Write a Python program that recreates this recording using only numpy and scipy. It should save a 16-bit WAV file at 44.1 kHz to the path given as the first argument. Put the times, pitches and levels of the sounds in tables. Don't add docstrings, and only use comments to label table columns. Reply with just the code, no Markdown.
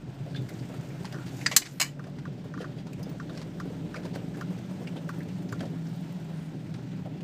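import sys
import numpy as np
from scipy import signal
from scipy.fft import rfft, irfft
from scipy.io import wavfile
from scipy.ndimage import uniform_filter1d

SR = 44100
rng = np.random.default_rng(int(sys.argv[2]) if len(sys.argv) > 2 else 0)


def makeup_ratio(level_db):
    decades = np.asarray(level_db, float) / 20
    return 10 ** decades


def store_pcm(level_fs):
    pcm = np.round(np.clip(level_fs, -1, 1) * 32767).astype(np.int16)
    wavfile.write(sys.argv[1], SR, np.atleast_2d(pcm).T)


N = 318843
T = np.arange(N) / SR

# time in seconds, speed in Hz (turns per second).
SHAFT_SPEED = [(0, 44.1), (.6, 44.1), (1.2, 45.4), (1.8, 47.5), (2.4, 49.8), (3, 51.9), (3.6, 52.9),
               (4.2, 54.2), (4.5, 54.8), (5.1, 54.1), (5.6, 54.7), (6, 54.2), (6.6, 52.5), (7.23, 51.5)]
# start in seconds, peak in dB, brightness in dB per octave.
TRIM_KNOCKS = [(1.1435, -38.5, 7), (1.1605, -43, 6), (1.1855, -41.5, 5), (1.9943, -37.5, 1),
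               (2.254, -37.5, 1), (2.539, -36.5, 1), (2.5763, -37, -2), (2.643, -36, -3),
               (3.199, -35, -0.5), (3.2947, -42.5, 3), (3.6, -32.5, -2.5), (3.943, -33, 1),
               (4.4107, -32, 2), (5.091, -32, -4), (5.525, -32.5, -3)]


def evened(x):
    return x / np.sqrt(np.mean(x ** 2) + 1e-20)


def columns(rows):
    s, *values = np.transpose(rows)
    return [np.interp(T, s, v) for v in values]


def coloured(size, colour):
    hz, db = np.transpose(colour)
    bins = np.fft.rfftfreq(size, 1 / SR)
    gain = makeup_ratio(np.interp(np.log(bins + 1), np.log(hz + 1), db))
    return evened(irfft(rfft(rng.standard_normal(size)) * gain, size))


def resonate(x, hz, width):
    turn = np.exp(2j * np.pi * hz * np.arange(len(x)) / SR)
    r = np.exp(-np.pi * np.clip(width, 5, 9000) / SR)
    smooth = signal.lfilter([(1 - r) ** 2], [1, -2 * r, r * r], x / turn)
    return 2 * (turn * smooth).real


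def modes(x, table):
    return sum(makeup_ratio(db) * evened(resonate(x, hz, width)) for hz, width, db in table)


def drift(hz):
    return evened(signal.lfilter(*signal.butter(2, hz, fs=SR), rng.standard_normal(N)))


def add(mix, s, sound):
    part = mix[round(s * SR):][:len(sound)]
    part += sound[:len(part)]


def blow(t60, rise):
    t = np.arange(6000) / SR
    return t, (1 - np.exp(-t / rise)) * makeup_ratio(-60 * t / t60)


def burst(noise, shape):
    return evened(noise * shape) * np.sqrt(np.mean(shape ** 2))


def rustle(size, hz, wide_db):
    # frequency in Hz, density in dB per Hz.
    dull_colour = [(530, 0), (900, -10), (1600, 0.5), (2030, -0.5), (3320, -6.5), (4600, -3), (10300, -21),
                   (13000, -30), (15800, -34)]
    noise = coloured(size, dull_colour)
    return evened(evened(resonate(noise, hz, min(.4 * hz, 3500))) + makeup_ratio(wide_db) * noise)


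def hiss():
    # time in seconds, level in dB.
    hiss_level = [(0, -58), (.5, -53), (1.44, -52), (2, -58), (3.3, -55.5), (4.1, -54), (4.7, -54),
                  (5.5, -53.5), (6.3, -54.5), (7.23, -57)]
    # frequency in Hz, density in dB per Hz.
    hiss_colour = [(350, -30.5), (600, -9), (642, -6.5), (845, -7.5), (1210, -16), (1330, -12), (2140, -15),
                   (2780, -16), (3510, -17.5), (5070, -22.5), (6400, -26.5), (8800, -31.5), (9600, -41),
                   (11000, -41), (13000, -38.5), (15200, -39), (15800, -53)]
    level_db = columns(hiss_level)[0]
    lift_db = 3.5 + .8 * (level_db - level_db.mean())
    _, _, z = signal.stft(coloured(N, hiss_colour), SR, nperseg=512)
    patches = uniform_filter1d(rng.standard_normal(z.shape), 14, 0)
    patches = evened(uniform_filter1d(patches, 12, 1))
    noise = evened(signal.istft(z * makeup_ratio(.9 * patches), SR, nperseg=512)[1][:N])
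    treble = signal.lfilter(*signal.butter(2, 6000, "high", fs=SR), noise)
    grit_per_s = 19
    sizes = makeup_ratio(2.7 * np.minimum(rng.exponential(1, N), 2.5))
    hits = (rng.random(N) < grit_per_s / SR) * sizes
    grit = signal.oaconvolve(hits, blow(0.035, .0004)[1])[:N]
    lift = makeup_ratio(lift_db) * (1 + 0.55 * grit) - 1
    return makeup_ratio(level_db + drift(30)) * (noise + lift * treble)


def shaking():
    # time in seconds, coarseness in dB.
    surface = [(0, -1), (.35, 1), (.85, 5), (1.1, 1.5), (1.5, 1), (2.2, 0), (2.65, 0.5), (3.5, 0.5),
               (4.1, 1), (4.6, -1), (5, 0.5), (5.6, 1), (6.1, -2), (6.5, -2), (7.05, -0.5), (7.23, 2.5)]
    # centre in seconds, lift in dB, length in seconds.
    bumps = [(0.01, 17.5, 0.31), (0.232, 19.5, 0.12), (0.388, 13.5, 0.27), (0.61, 11, 0.19),
             (0.796, 19.5, 0.052), (1.14, 6, 1), (1.447, 4, 0.2), (2.26, 5, 0.2), (2.95, 3.5, .2),
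             (3.853, 2, 0.12), (4.54, 2, 0.22), (5.195, 2.5, 0.1), (5.603, 8, 0.28), (6.725, 6, 0.23),
             (7.054, 7.5, 0.24)]
    # level in dB, share of coarseness in dB per dB, speed effect in dB per Hz,
    # share of a bump in dB per dB.
    layers = [
        (-45.5, 0.25, 0.15, 0.74),
        (-44, 0.25, 0.55, 0.14),
        (-44.5, 1.2, 0.45, 0.038),
        (-59, 0.74, 0.85, 0.45),
    ]
    cruise_hz = 50
    coarse_db = columns(surface)[0]
    faster = columns(SHAFT_SPEED)[0] - cruise_hz
    bump_db = 0
    for s, db, length in bumps:
        bump_db = bump_db + db * np.cos(np.pi * np.clip((T - s) / length, -.5, .5)) ** 2
    return [db + a * coarse_db + b * faster + c * bump_db for db, a, b, c in layers]


def road():
    # frequency in Hz, width in Hz, level in dB.
    low_air = [(126.1, 27, 4.5), (137.5, 34, 0), (100, 32, -14.5)]
    high_air = [(179, 19, 6), (165, 15, 3.5), (151.2, 18, -5), (219.6, 14, -5)]
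    panels = [(269, 35, -1), (291.6, 35, 1), (322.6, 29, -3.5), (398.3, 45, -4), (425, 30, -11),
              (495, 60, -9), (585, 46.5, -9), (704, 132, -13.5)]
    # frequency in Hz, density in dB per Hz.
    deep_colour = [(12, -66), (20, -42), (34, -29), (59, -22), (75, -19), (110, -4), (140, -26),
                   (240, -120)]
    low_db, high_db, body_db, deep_db = shaking()
    shake = rng.standard_normal((3, N))
    lumps = makeup_ratio(2.6 * drift(18))
    low = makeup_ratio(low_db) * evened(modes(shake[0] * lumps ** .6, low_air))
    high = makeup_ratio(high_db + 2.0) * evened(modes(shake[1] * lumps ** 0.28, high_air))
    body = makeup_ratio(body_db - 1.56) * evened(modes(shake[2] * lumps, panels))
    under = signal.butter(4, 85, "high", fs=SR, output="sos")
    return signal.sosfilt(under, low + high + body) + makeup_ratio(deep_db + 2.0) * coloured(N, deep_colour)


def hum():
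    # time in seconds, engine pull in dB, load on the bearing in dB.
    effort = [(0, 3, -2), (.6, -3, -14), (1.25, 0, -2), (1.65, -6, -8), (1.95, -2, 4), (2.4, -2, 1),
              (2.9, 0, 0.5), (3.3, 1.5, -5), (3.6, 4, -1), (4.1, 2, -1), (4.45, 0, 1), (4.75, -16, -12),
              (5.05, -9, 8), (5.5, -7, 9), (6, -5, 7), (6.45, -3, 9), (6.7, -8, 0), (7.23, -10, 3)]
    # level in dB, share of the load in dB per dB.
    bearing = [
        (-45, 0.64),
        (-62, 0.49),
        (-55, 0.14),
    ]
    engine_db = -61.5
    turns = 2 * np.pi * np.cumsum(columns(SHAFT_SPEED)[0] * (1 + .003 * drift(5))) / SR
    pull_db, load_db = columns(effort)
    levels = [engine_db + pull_db] + [db + share * load_db for db, share in bearing]
    out = np.zeros(N)
    for order, db in zip((1, 3, 4, 5), levels):
        out += makeup_ratio(db + 1.8 * drift(10.66)) * np.sin(order * turns)
    return np.sqrt(2) * out


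def thuds():
    # start in seconds, peak in dB, ring in Hz.
    suspension = [(0.263, -40, 540), (0.696, -40, 570), (.74, -37, 290), (0.829, -41, 290),
                  (4.048, -36, 320), (4.201, -57, 317), (4.71, -39, 318), (2.068, -42, 560),
                  (1.99, -42, 420), (1.126, -45, 690), (1.801, -31, 685), (2.441, -40, 417),
                  (2.606, -32.5, 427), (2.768, -44, 511), (2.993, -39, 425), (3.067, -40, 430),
                  (3.295, -41, 527), (3.655, -37.5, 415), (3.724, -45, 560), (3.96, -36, 495),
                  (3.115, -41, 430), (3.7, -39, 446), (4.159, -37, 516), (4.37, -33.5, 304),
                  (4.505, -37, 307), (4.814, -39.5, 560), (4.961, -36.5, 495), (5.256, -52, 426),
                  (5.608, -37, 607), (5.632, -35, 540), (6.306, -44, 564), (7.058, -38, 585)]
    out = np.zeros(N)
    for s, db, hz in suspension:
        t, shape = blow(0.14, 0.0015)
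        noise = np.diff(rng.standard_normal(len(t)), prepend=0)
        add(out, s - .002, makeup_ratio(db - 1.0) * burst(resonate(noise, hz, 227), shape))
    return out


def scuffs():
    # start in seconds, rms in dB, length in seconds.
    cloth = [(0.262, -58, .092), (0.584, -53, 0.023), (1.253, -50, 0.052), (1.645, -38, 0.037),
             (2.581, -53.5, 0.055), (2.755, -58, 0.072), (3.408, -52, 0.036), (4.023, -53, 0.056),
             (4.572, -56, 0.029)]
    # start in seconds, rms in dB, length in seconds, centre in Hz.
    scrapes = [(0.336, -54, 0.072, 3550), (.772, -66, 0.19, 2550), (1.206, -56, 0.04, 1420),
               (1.254, -56.5, 0.42, 7000), (1.251, -58.5, 0.44, 13000), (1.627, -56, 0.32, 13700),
               (1.601, -52.5, 0.16, 7450), (2.93, -53.5, 0.011, 7700), (3.093, -63, .02, 15200),
               (3.297, -61.5, 0.078, 1590), (3.311, -48, 0.14, 550), (3.95, -45.5, 0.029, 2360),
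               (3.966, -55, 0.053, 1580), (3.286, -55, 0.031, 3430), (3.323, -72, 0.031, 3200),
               (2.599, -50, 0.047, 1600), (6.298, -69, 0.23, 9900), (4.127, -46, 0.048, 840),
               (4.333, -52.5, 0.034, 1590), (4.953, -52.5, 0.047, 3090), (5.621, -53, 0.029, 540)]
    out = np.zeros(N)
    rows = [(*row, 4860, 33) for row in cloth]
    rows += [(*row, -3.5) for row in scrapes]
    for s, db, length, hz, wide_db in rows:
        noise = rustle(SR // 2, hz, wide_db)
        grains = makeup_ratio(2.8 * evened(uniform_filter1d(rng.standard_normal(len(noise)), 90)))
        sound = (noise * grains)[:round(length * SR)]
        add(out, s, makeup_ratio(db) * burst(sound, signal.windows.tukey(len(sound), .7)))
    return out


def pings():
    # start in seconds, peak in dB.
    stones = [(0.4189, -57), (0.492, -45), (1.053, -63), (1.1243, -53), (1.27, -52),
              (2.9311, -52), (3.03, -47), (3.0952, -56), (3.3746, -57), (3.5986, -51), (3.9413, -64),
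                    (4.1573, -47.5), (4.4097, -52), (5.0906, -46.5), (5.188, -50), (5.523, -45),
                    (5.6055, -58), (5.8879, -56), (5.9612, -55.5), (6.0101, -57), (6.1243, -53)]
    out = np.zeros(N)
    top = signal.butter(2, 7500, "high", fs=SR)
    for s, db in stones:
        t, shape = blow(.045, 0.00054)
        noise = signal.lfilter(*top, rng.standard_normal(len(t)))
        add(out, s - .001, makeup_ratio(db - 2.5) * burst(noise, shape))
    return out


def ticks():
    # start in seconds, peak in dB, centre in Hz, wide part in dB.
    thin_ticks = [(0.346, -42, 3820, -3), (.361, -35, 3540, 6), (0.4893, -38, 2180, 11),
                  (.9048, -44, 2270, -7), (1.046, -36, 920, -4), (1.0532, -33.5, 1820, 25),
                  (1.1255, -36, 1690, 3), (1.412, -34, 2300, -3), (2.04, -41.5, 1640, 8),
                  (2.071, -45, 1154, 6), (2.1865, -42, 1500, 6), (2.869, -41, 1050, -2),
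                  (2.931, -44.5, 2560, -2), (3.0297, -44, 6000, -2), (3.094, -43.5, 2660, 15),
                  (3.3748, -36.5, 1570, 24), (.538, -47, 7100, -2), (3.3955, -51, 5000, 13),
                  (3.416, -38.5, 1000, 0), (2.613, -43, 3100, 7), (4.053, -36.5, 900, -3),
                  (4.154, -35, 1500, 2), (3.961, -39, 1300, 2), (4.8726, -34, 2600, -2),
                  (1.62, -27, 2250, 3), (5.2063, -38.5, 1900, -11), (5.49, -42, 5500, 6),
                  (5.6061, -34, 1600, 2), (5.593, -44, 3800, 0), (5.287, -45, 3000, 8),
                  (5.868, -46, 6000, 5), (5.6552, -43, 1460, 17), (6.7412, -39, 1270, 11),
                  (7.208, -44, 2690, 2.5)]
    # centre in Hz, wide part in dB, level over the knock in dB.
    contact = [(6200, 16, -20.5)]
    harder = 2.2
    out = np.zeros(N)
    contacts = []
    for s, db, _ in TRIM_KNOCKS:
        for hz, wide_db, over_db in contact:
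            contacts.append((s, db + over_db + (harder - 1) * (db + 44), hz, wide_db))
    for s, db, hz, wide_db in thin_ticks + contacts:
        t, shape = blow(0.067, .0004)
        add(out, s - .001, makeup_ratio(db - 5.0) * burst(rustle(len(t), hz, wide_db), shape))
    return out


def clinks():
    # start in seconds, peak in dB, frequency in Hz, t60 in seconds.
    hard_parts = [(1.0463, -32, 910, 0.019), (1.125, -43, 3670, .03), (1.6195, -33, 2400, .04),
                  (1.622, -33, 2950, .05), (1.6225, -38, 2159, .12), (1.8405, -42, 2960, .08),
                  (1.8035, -22, 4150, .035), (1.8165, -27, 2900, .04), (1.4645, -23.5, 4860, .03),
                  (1.453, -40.5, 2000, .03), (1.854, -39, 1850, .04), (1.861, -38, 2990, .04),
                  (1.862, -41, 1830, .035), (1.876, -42, 1900, .04), (1.877, -46, 2990, .04),
                  (1.889, -42, 3010, .05), (1.888, -46, 1950, .04), (1.899, -53, 7200, .08),
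                  (2.785, -50, 3300, .07), (2.785, -52, 4800, .06), (2.932, -46, 2450, .03),
                  (4.965, -50, 3100, .06), (4.873, -42, 2196, .035), (4.874, -42, 2700, .035),
                  (4.873, -42, 4974, .02), (5.607, -39, 3250, .03), (5.607, -40, 1750, .03),
                  (5.526, -44, 4818, .035), (5.526, -42, 7100, .03), (1.518, -36, 4100, .04),
                  (1.522, -36, 2700, .06), (1.621, -38, 4800, .03), (3.961, -41, 2400, .03),
                  (4.156, -42, 1900, .03), (2.1855, -42, 900, 0.023), (2.601, -49, 3090, 0.1),
                  (3.0295, -45, 5000, 0.068), (3.0565, -51, 3500, .04), (3.0955, -51, 15100, 0.054),
                  (3.3745, -45, 4300, .02), (3.375, -40, 5400, .02), (.3495, -33, 1620, 0.025),
                  (.3615, -45, 3530, 0.14), (.4215, -50, 4500, .03), (1.151, -41, 1410, .08),
                  (1.169, -44, 1410, .08), (1.195, -49, 1410, 0.088), (3.9605, -46.5, 4900, 0.056),
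                  (4.1535, -53, 4680, .05)]
    split = 0.018
    out = np.zeros(N)
    for s, db, hz, t60 in hard_parts:
        t, shape = blow(t60, 0.00096)
        pair = np.sin(2 * np.pi * hz * t) + 0.2 * np.sin(2 * np.pi * hz * (1 + split) * t)
        add(out, s, makeup_ratio(db) * shape * pair)
    return out


def knocks():
    # frequency in Hz, level in dB, t60 in seconds, rise in seconds, delay in seconds.
    piece_modes = [(1068, 2, .035, .002, .003), (1166, 9, .036, .0012, .0022), (1330, 0, .03, .002, .007),
                   (1410, 4, .055, .002, .008), (1500, 11, .016, .0005, 0.0002),
                   (1560, 6, .025, .0009, 0.0002), (1860, 6, .02, .001, .001),
                   (3200, -8, .015, .0009, 0.0002), (5000, -18, .03, .0005, 0.0002),
                   (6000, -6, .007, .0004, 0.0002)]
    out = np.zeros(N)
    hz, mode_db, t60, rise, delay = np.transpose(piece_modes)[:, :, None]
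    t = np.maximum(np.arange(6000) / SR - delay, 0)
    shape = (1 - np.exp(-t / rise)) * makeup_ratio(-60 * t / t60)
    for s, db, tilt_db in TRIM_KNOCKS:
        tilt = tilt_db * np.log2(hz / 1400)
        share = makeup_ratio(mode_db + tilt + 1.5 * rng.standard_normal(hz.shape))
        detune = 1 + .012 * rng.standard_normal(hz.shape)
        ring = share * np.sin(2 * np.pi * hz * t * detune) * shape
        add(out, s, makeup_ratio(db + 6.8) * ring.sum(0) / np.linalg.norm(share))
    return out


def snap(blows, colour, rings, ring_db):
    out = np.zeros(N)
    hz, mode_db, ring_t60 = np.transpose(rings)[:, :, None]
    for s, db, t60 in blows:
        t, shape = blow(t60, 0.00037)
        _, fade = blow(ring_t60, 0.00043)
        ring = makeup_ratio(mode_db) * np.sin(2 * np.pi * (hz * t + rng.random(hz.shape))) * fade
        crack = burst(coloured(len(t), colour), shape)
        add(out, s - .0005, makeup_ratio(db - 6.5) * (crack + makeup_ratio(ring_db) * ring.sum(0)))
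    return out


def stalk_switch():
    # start in seconds, peak in dB, t60 in seconds.
    press = [
        (1.4618, -14, 0.05),
        (1.4648, -10.5, 0.025),
        (1.4705, -24, 0.044),
    ]
    slide = [
        (1.5145, -22, 0.12),
        (1.523, -30, 0.082),
        (1.530, -38.5, 0.064),
        (1.619, -28, 0.05),
    ]
    over = [
        (1.5644, 2, 0.056),
        (1.5705, -11.5, 0.06),
    ]
    back = [
        (1.7998, -12.5, 0.039),
        (1.8029, -8.5, 0.026),
        (1.8128, -8.5, 0.041),
        (1.8177, -6.5, 0.014),
        (1.8254, -11, 0.016),
        (1.831, -18.5, 0.036),
        (1.8444, -26.5, 0.049),
        (1.8614, -39, 0.15),
    ]
    # frequency in Hz, density in dB per Hz.
    press_colour = [(290, -50.5), (500, -30), (613, -21), (1430, -10.5), (1920, -1.5), (2840, -16.5),
                    (4810, -10.5), (5560, -19.5), (6070, -12), (8000, -15), (9000, -30), (14600, -42),
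                    (16400, -72)]
    slide_colour = [(290, -30), (500, -10), (1120, -11), (1730, -21.5), (1970, -4), (2460, -10.5),
                    (5320, -16), (7500, -16), (9500, -33), (13500, -35), (16400, -56.5)]
    over_colour = [(290, -56.5), (500, -23.5), (1730, -13), (2120, -10.5), (2320, -14.5), (3010, -15),
                   (5020, -5.5), (5400, -11), (7450, -2), (8200, -9), (9270, -16), (14800, -13),
                   (15500, -24.5), (16400, -58)]
    back_colour = [(290, -62), (500, -35), (641, -32), (1120, 2), (1250, -8), (2180, 0.5), (2600, -6),
                   (2930, -2), (3150, -13), (4150, -1), (5800, -7), (7890, -3), (9200, -14), (13000, -13),
                   (15500, -18), (16400, -83)]
    # frequency in Hz, level in dB, t60 in seconds.
    press_rings = [(1900, -4, .035), (2060, -5, .03), (4620, -3, .03), (4890, -1, .035), (6010, -9, .03)]
    slide_rings = [(2100, -2, 0.092), (2316, 0, 0.14), (4870, -12, .06)]
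    over_rings = [(2342, -9, .02), (4064, -2, .045), (5044, -10, .06), (5825, -1, .025), (6422, -8, .05),
                  (7300, -6, .05), (7560, -6, .035), (8037, -8, .04), (9900, -13, .035), (11230, -10, .035),
                  (11980, -9, .03), (13130, -8, .04), (13530, -9, .03), (14970, -14, .04)]
    back_rings = [(2258, -1, .055), (2112, -3, .045), (2860, -6, .05), (3010, -7, .06), (4140, -4, .035),
                  (1080, -10, .04), (5070, -7, .06), (6680, -5, .035), (6955, -5, .04), (7200, -21, .17),
                  (7890, -6, .04), (4790, -10, .07), (2595, -12, .07), (1814, -14, .08)]
    out = snap(press, press_colour, press_rings, -1.03)
    out += snap(slide, slide_colour, slide_rings, -8.5)
    out += snap(over, over_colour, over_rings, -10)
    return out + snap(back, back_colour, back_rings, -9)


def cabin(x, wet_db):
    t, shape = blow(0.18, 0.002)
    noise = rng.standard_normal((3, len(t)))
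    tails = signal.lfilter([1], [1, -.4], noise * shape)
    turn = np.cos(2 * np.pi * (71 * T + np.arange(3)[:, None] / 3))
    wet = signal.oaconvolve(x * turn, tails / np.linalg.norm(tails[0]), axes=1).sum(0)[:N]
    return x + makeup_ratio(wet_db) * wet


def scene():
    switch = stalk_switch()
    mix = hiss() + road() + hum()
    mix += cabin(thuds() + scuffs() + ticks() + pings(), -15.0)
    mix += cabin(knocks() + clinks(), -24)
    mix += cabin(switch, -17.5)
    edge = signal.firwin(801, 15520, window=("kaiser", 8), fs=SR)
    inside = signal.oaconvolve(.9 * np.tanh(mix / .9), edge, "same")
    beyond = switch - signal.oaconvolve(switch, edge, "same")
    return (inside + .022 * beyond)[None]


def top_cut(x):
    return signal.sosfilt(signal.butter(12, 16530, fs=SR, output="sos"), x)


def record(dry):
    power_db = 10 * np.log10(abs(uniform_filter1d(dry[0] ** 2, 300)) + 1e-12)
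    fall = T * 20.0
    held_db = np.maximum.accumulate(power_db + fall) - fall
    over_db = np.maximum(held_db + 21.0, 0)
    r = np.exp(-1 / (0.019 * SR))
    ducked = dry / makeup_ratio(0.53 * signal.lfilter([1 - r], [1, -r], over_db))
    return top_cut(ducked)


dry = scene()
out = record(dry)
store_pcm(out)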